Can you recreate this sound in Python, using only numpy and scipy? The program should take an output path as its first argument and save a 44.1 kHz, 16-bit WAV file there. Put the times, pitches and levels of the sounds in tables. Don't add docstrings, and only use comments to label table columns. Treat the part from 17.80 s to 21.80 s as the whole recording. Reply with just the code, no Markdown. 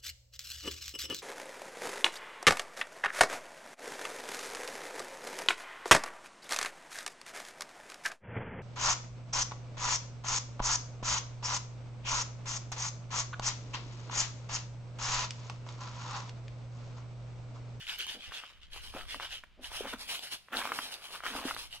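import sys
import numpy as np
from scipy import signal
from scipy.fft import rfft, irfft
from scipy.io import wavfile

SR = 44100
rng = np.random.default_rng(int(sys.argv[2]) if len(sys.argv) > 2 else 0)


def unload_wav(signal):
    wavfile.write(
        sys.argv[1],
        SR,
        np.round(np.clip(np.atleast_2d(signal).T, -1, 1) * 32767).astype(np.int16),
    )


N = 176400

# peak_s, length_s, rattle_db, spray_db
JUG_SHAKES = [(.01, 0.14, -49, -59), (0.104, 0.081, -38.5, -47), (0.206, 0.06, -37, -46.5),
              (0.301, 0.074, -40, -47), (0.434, 0.097, -45.5, -60), (0.555, 0.077, -42, -51),
              (0.653, 0.13, -54, -67.5), (0.831, 0.054, -55.5, -88), (0.948, 0.077, -47, -51.5),
              (1.051, 0.09, -49.5, -50), (1.173, 0.11, -49.5, -52.5), (1.314, 0.086, -42.5, -48.5),
              (1.432, 0.075, -41.5, -51.5), (1.529, 0.073, -40.5, -49), (1.849, 0.06, -47, -46),
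              (1.959, 0.11, -44, -42.5), (2.096, 0.071, -46, -45.5), (2.213, 0.069, -54, -44),
              (2.315, 0.087, -40, -37.5), (2.442, 0.073, -45.5, -43.5), (2.528, 0.042, -42.5, -38.5),
              (2.777, 0.055, -42, -37), (2.856, 0.09, -57, -45.5), (2.956, 0.07, -68, -39.5),
              (3.035, 0.092, -46.5, -42.5), (3.128, 0.043, -47.5, -42.5), (3.247, 0.065, -50, -48.5),
              (3.335, 0.074, -48, -45.5), (3.474, 0.077, -42, -43), (3.566, 0.076, -47, -42),
              (3.681, 0.096, -52.5, -41.5), (3.796, 0.087, -47, -43), (3.937, 0.063, -48.5, -48.5)]
# peak_s, length_s, level_db
CRUST_CRUNCHES = [(.53, 0.26, -56), (.96, 0.032, -52), (1.175, 0.078, -45.5), (1.428, 0.047, -45.5),
                  (1.93, 0.078, -51.5), (2.045, 0.091, -46), (2.133, 0.0151, -39.5), (2.742, 0.062, -39),
                  (2.82, 0.17, -40), (2.94, 0.078, -50), (3.1, 0.56, -56), (3.35, 0.036, -44),
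                  (3.47, 0.087, -42), (3.58, 0.16, -41.5), (3.685, 0.04, -38.5)]
SOLE_TREADS = [(.36, 0.05, -55.5), (1.158, 0.029, -44), (1.35, 0.028, -54.5), (1.797, 0.043, -55.5),
               (2.045, 0.045, -44.5), (2.135, 0.018, -42), (2.75, 0.072, -44.5), (2.87, 0.26, -59),
               (3.54, 0.12, -48), (3.66, 0.038, -47.5)]
WIND_GUSTS = [(.15, 0.49, -60), (.49, 0.033, -45), (1.08, 0.72, -50.5), (1.95, 0.41, -53), (3.7, 1, -56.5)]
# start_s, peak_db, pitch_hz
GRANULE_KNOCKS = [(0.069, -31.5, 2900), (0.0946, -24, 3020), (.098, -27, 3100), (.187, -34.5, 13900),
                  (0.208, -27, 2670), (1.308, -32, 3160), (1.447, -34.5, 3000), (1.844, -28.5, 2940),
                  (2.393, -31.5, 3360), (2.7698, -20, 4010)]
HEEL_STRIKES = [(1.148, -38, 324), (2.007, -28, 560), (3.555, -36.5, 337), (3.653, -27, 352)]
CRUST_CRACKS = [(0.521, -33, 1380), (.637, -33.5, 1210), (.962, -37, 866), (1.14, -35, 910),
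                (1.163, -33.5, 620), (1.211, -33.5, 1630), (1.345, -29, 1190), (1.399, -27.5, 1290),
                (1.407, -31, 1260), (1.637, -35, 1470), (1.917, -36.5, 940), (2.055, -30.5, 750),
                (2.138, -27.5, 1410), (2.685, -41, 1460), (2.817, -29, 1340), (2.854, -26, 970),
                (2.892, -31, 1510), (2.9192, -18.5, 1260), (2.989, -21, 1250), (3.405, -32.5, 1390),
                (3.437, -29.5, 1310), (3.4643, -25.5, 1660), (3.552, -29, 774), (3.592, -31.5, 990),
                (3.683, -27.5, 1420), (3.7101, -24, 1260), (3.765, -27, 1350)]
# start_s, level_db
GRANULE_TICKS = [(.267, -33), (2.393, -36), (3.141, -33), (3.7471, -30)]
# freq_hz, relative_db
JUG_SPECTRUM = [(100, -50.5), (400, -19.5), (800, -34.5), (1500, -8), (2100, -9), (2600, -3.5), (3050, 2.5),
                (3550, -3.5), (4200, -10), (5300, -13), (7500, -21.5), (16000, -45)]
SPRAY_SPECTRUM = [(150, -8.5), (400, -7), (750, 3), (1500, -2.5), (3200, 6), (5000, 4), (7000, -5.5),
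                  (8500, -5), (9900, 0.5), (12000, -7), (16000, -15.5)]
CRUST_SPECTRUM = [(130, -37.5), (250, -16), (540, -6), (900, -3), (1200, 0), (1800, -3.5), (2600, -6),
                  (3500, -10), (4300, -24), (16000, -27)]
SOLE_SPECTRUM = [(40, -9), (150, -41.5), (200, -1), (255, 3.5), (370, -7), (520, -2.5), (800, -8.5),
                 (5000, -62)]
WIND_SPECTRUM = [(28, 0), (50, 0), (100, -14), (2000, -61)]
AIR_SPECTRUM = [(150, 11.5), (400, -1.5), (3000, 6.5), (6000, -11), (16000, -32)]

JUG_LAG_S, SPRAY_LAG_S, BOOT_LAG_S = 70e-6, 110e-6, 25e-6
CLUMP_DB, CLUMP_S = 1.0, .014
TIME_S = np.arange(N) / SR


def jug_rattle():
    power = swells([(peak_s, length_s, db) for peak_s, length_s, db, _ in JUG_SHAKES])
    power *= clumps(CLUMP_DB, CLUMP_S)
    hits = grains(power, rate_hz=3000, spread_db=2.5, lag_s=JUG_LAG_S, lag_spread_s=50e-6)
    return colour(hits, JUG_SPECTRUM)


def salt_spray(skitter_peak_s=2.97, skitter_length_s=.52, skitter_db=-54.5, tick_decay_s=.0013):
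    power = swells([(peak_s, length_s, db) for peak_s, length_s, _, db in JUG_SHAKES])
    power *= clumps(CLUMP_DB, CLUMP_S)
    power += swells([(skitter_peak_s, skitter_length_s, skitter_db)])
    hits = grains(power, rate_hz=12000, spread_db=3, lag_s=SPRAY_LAG_S, lag_spread_s=30e-6)
    tick_fade = np.exp(-TIME_S[:SR // 20] / tick_decay_s)
    for start_s, db in GRANULE_TICKS:
        add(hits, undb(db) * rng.standard_normal(len(tick_fade)) * tick_fade, start_s, JUG_LAG_S)
    return colour(hits, SPRAY_SPECTRUM)


def granule_knocks(decay_s=.00083):
    out = np.zeros((2, N))
    for start_s, db, hz in GRANULE_KNOCKS:
        add(out, undb(db) * ring(hz, decay_cycles=decay_s * hz, attack_s=.00038), start_s, JUG_LAG_S)
    return out


def crust_crunch():
    power = swells(CRUST_CRUNCHES) * clumps(depth_db=3.2, span_s=.003)
    hits = grains(power, rate_hz=3000, spread_db=3, lag_s=BOOT_LAG_S, lag_spread_s=40e-6)
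    return colour(hits, CRUST_SPECTRUM)


def crust_cracks(crumble_db=-13, crumble_decay_s=.0025):
    snaps, crumb_power = np.zeros((2, N)), np.zeros(N)
    for start_s, db, hz in CRUST_CRACKS:
        add(snaps, undb(db) * ring(hz, decay_cycles=.77, attack_s=.00038), start_s, BOOT_LAG_S)
        crumb_power += undb(db + crumble_db) ** 2 * decay(start_s, crumble_decay_s)
    crumbs = grains(crumb_power, rate_hz=9200, spread_db=6, lag_s=BOOT_LAG_S, lag_spread_s=30e-6)
    return snaps + colour(crumbs, CRUST_SPECTRUM)


def heel_strikes():
    out = np.zeros((2, N))
    for start_s, db, hz in HEEL_STRIKES:
        add(out, undb(db) * ring(hz, decay_cycles=1.3, attack_s=.0018, sag=.3), start_s, BOOT_LAG_S)
    return out


def sole_thuds():
    hits = grains(swells(SOLE_TREADS), rate_hz=2500, spread_db=2, lag_s=BOOT_LAG_S, lag_spread_s=0)
    return colour(hits, SOLE_SPECTRUM)


def near_echoes(x, count=4, echo_db=-12.5, min_s=.0002, max_s=.0016, pose_s=.04):
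    out = x.copy()
    for centre_s in np.arange(101) * pose_s:
        span = np.flatnonzero(np.abs(TIME_S - centre_s) < pose_s)
        fade = np.cos(np.pi / 2 * (TIME_S[span] - centre_s) / pose_s)
        for k, delay_s in enumerate(rng.uniform(min_s, max_s, count)):
            delayed = x[:, np.maximum(span - int(SR * delay_s), 0)]
            out[:, span] += (-1) ** k * undb(echo_db) * fade * delayed
    return out / np.sqrt(1 + count * undb(echo_db) ** 2)


def yard_reverb(x, level_db=-14.5, t60_s=.34, predelay_s=.006, split_hz=1550):
    t = TIME_S[:SR // 2]
    mid, side = rng.standard_normal((2, len(t)))
    side = signal.sosfilt(signal.butter(1, split_hz, "high", fs=SR, output="sos"), side)
    tail = np.array([mid + side, mid - side]) * undb(-60 * t / t60_s) * (t > predelay_s)
    tail /= np.linalg.norm(tail[0])
    return undb(level_db) * signal.fftconvolve(x, tail, axes=1)[:, :N]


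def wind(floor_db=-73.5):
    envelope = np.sqrt(swells(WIND_GUSTS) + undb(floor_db) ** 2)
    return envelope * colour(rng.standard_normal((2, N)), WIND_SPECTRUM)


def outdoor_air(gain_db=-69):
    noise = rng.standard_normal(N) + .5 * rng.standard_normal((2, N))
    return undb(gain_db) * colour(noise, AIR_SPECTRUM)


def undb(db):
    return 10 ** (np.asarray(db) / 20)


def decay(start_s, decay_s):
    return (TIME_S > start_s) * np.exp(-np.abs(TIME_S - start_s) / decay_s)


def swells(rows, rise_share=.39, fall_share=.72, shape=2.09, settle_db=-14, settle_s=.053):
    power = np.zeros(N)
    for peak_s, length_s, db in rows:
        width_s = length_s * np.where(TIME_S < peak_s, rise_share, fall_share)
        swell = np.exp(-(np.abs(TIME_S - peak_s) / width_s) ** shape)
        tail = undb(settle_db) * decay(peak_s, settle_s)
        power += undb(db) ** 2 * (swell ** 2 + tail ** 2)
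    return power


def clumps(depth_db, span_s):
    knots_s = np.arange(0, N / SR + span_s, span_s)
    wander = np.interp(TIME_S, knots_s, rng.standard_normal(len(knots_s)))
    gain = undb(depth_db * wander) ** 2
    return gain / gain.mean()


def grains(power, rate_hz, spread_db, lag_s, lag_spread_s):
    chance = np.clip(rate_hz / SR * (power / power.max()) ** .25, 1e-9, 1)
    struck = rng.random(N) < chance
    size, direction = rng.standard_normal((2, N))
    strength = np.sign(rng.standard_normal(N)) * undb(spread_db * np.clip(size, -2, 2))
    right = struck * strength / strength.std() * np.sqrt(power / chance)
    lag_samples = np.rint((lag_s + lag_spread_s * direction) * SR).astype(int)
    left = np.bincount(np.clip(np.arange(N) + lag_samples, 0, N - 1), right, N)
    return np.array([left, right])


def ring(hz, decay_cycles, attack_s, sag=0):
    t = TIME_S[:SR // 20]
    fade = np.exp(-t * hz / decay_cycles)
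    phase = 2 * np.pi * np.cumsum(hz * (1 - sag * (1 - fade))) / SR
    y = np.sin(phase) * fade * (1 - np.exp(-t / attack_s))
    return y / np.abs(y).max()


def colour(x, spectrum, taps=8192):
    hz, db = np.array(spectrum).T
    gain = undb(np.interp(np.log(np.fft.rfftfreq(taps, 1 / SR) + 1), np.log(hz), db))
    cepstrum = irfft(np.log(gain))
    cepstrum[1:taps // 2] *= 2
    cepstrum[taps // 2 + 1:] = 0
    response = irfft(np.exp(rfft(cepstrum)))
    return signal.fftconvolve(x, response[None] / np.linalg.norm(response), axes=1)[:, :N]


def add(out, y, start_s, lag_s):
    for channel, arrival_s in zip(out, (start_s + lag_s, start_s)):
        i = max(int(arrival_s * SR), 0)
        channel[i:i + len(y)] += y[:max(N - i, 0)]


def scene():
    salt = near_echoes(jug_rattle() + salt_spray()) + granule_knocks()
    boots = near_echoes(crust_crunch() + sole_thuds()) + heel_strikes() + crust_cracks()
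    near = salt + boots
    return near + yard_reverb(near) + wind() + outdoor_air()


def record(dry):
    cutoff_hz = 15700
    return signal.sosfilt(signal.ellip(10, .1, 80, cutoff_hz, fs=SR, output="sos"), dry)


dry = scene()
out = record(dry)
unload_wav(out)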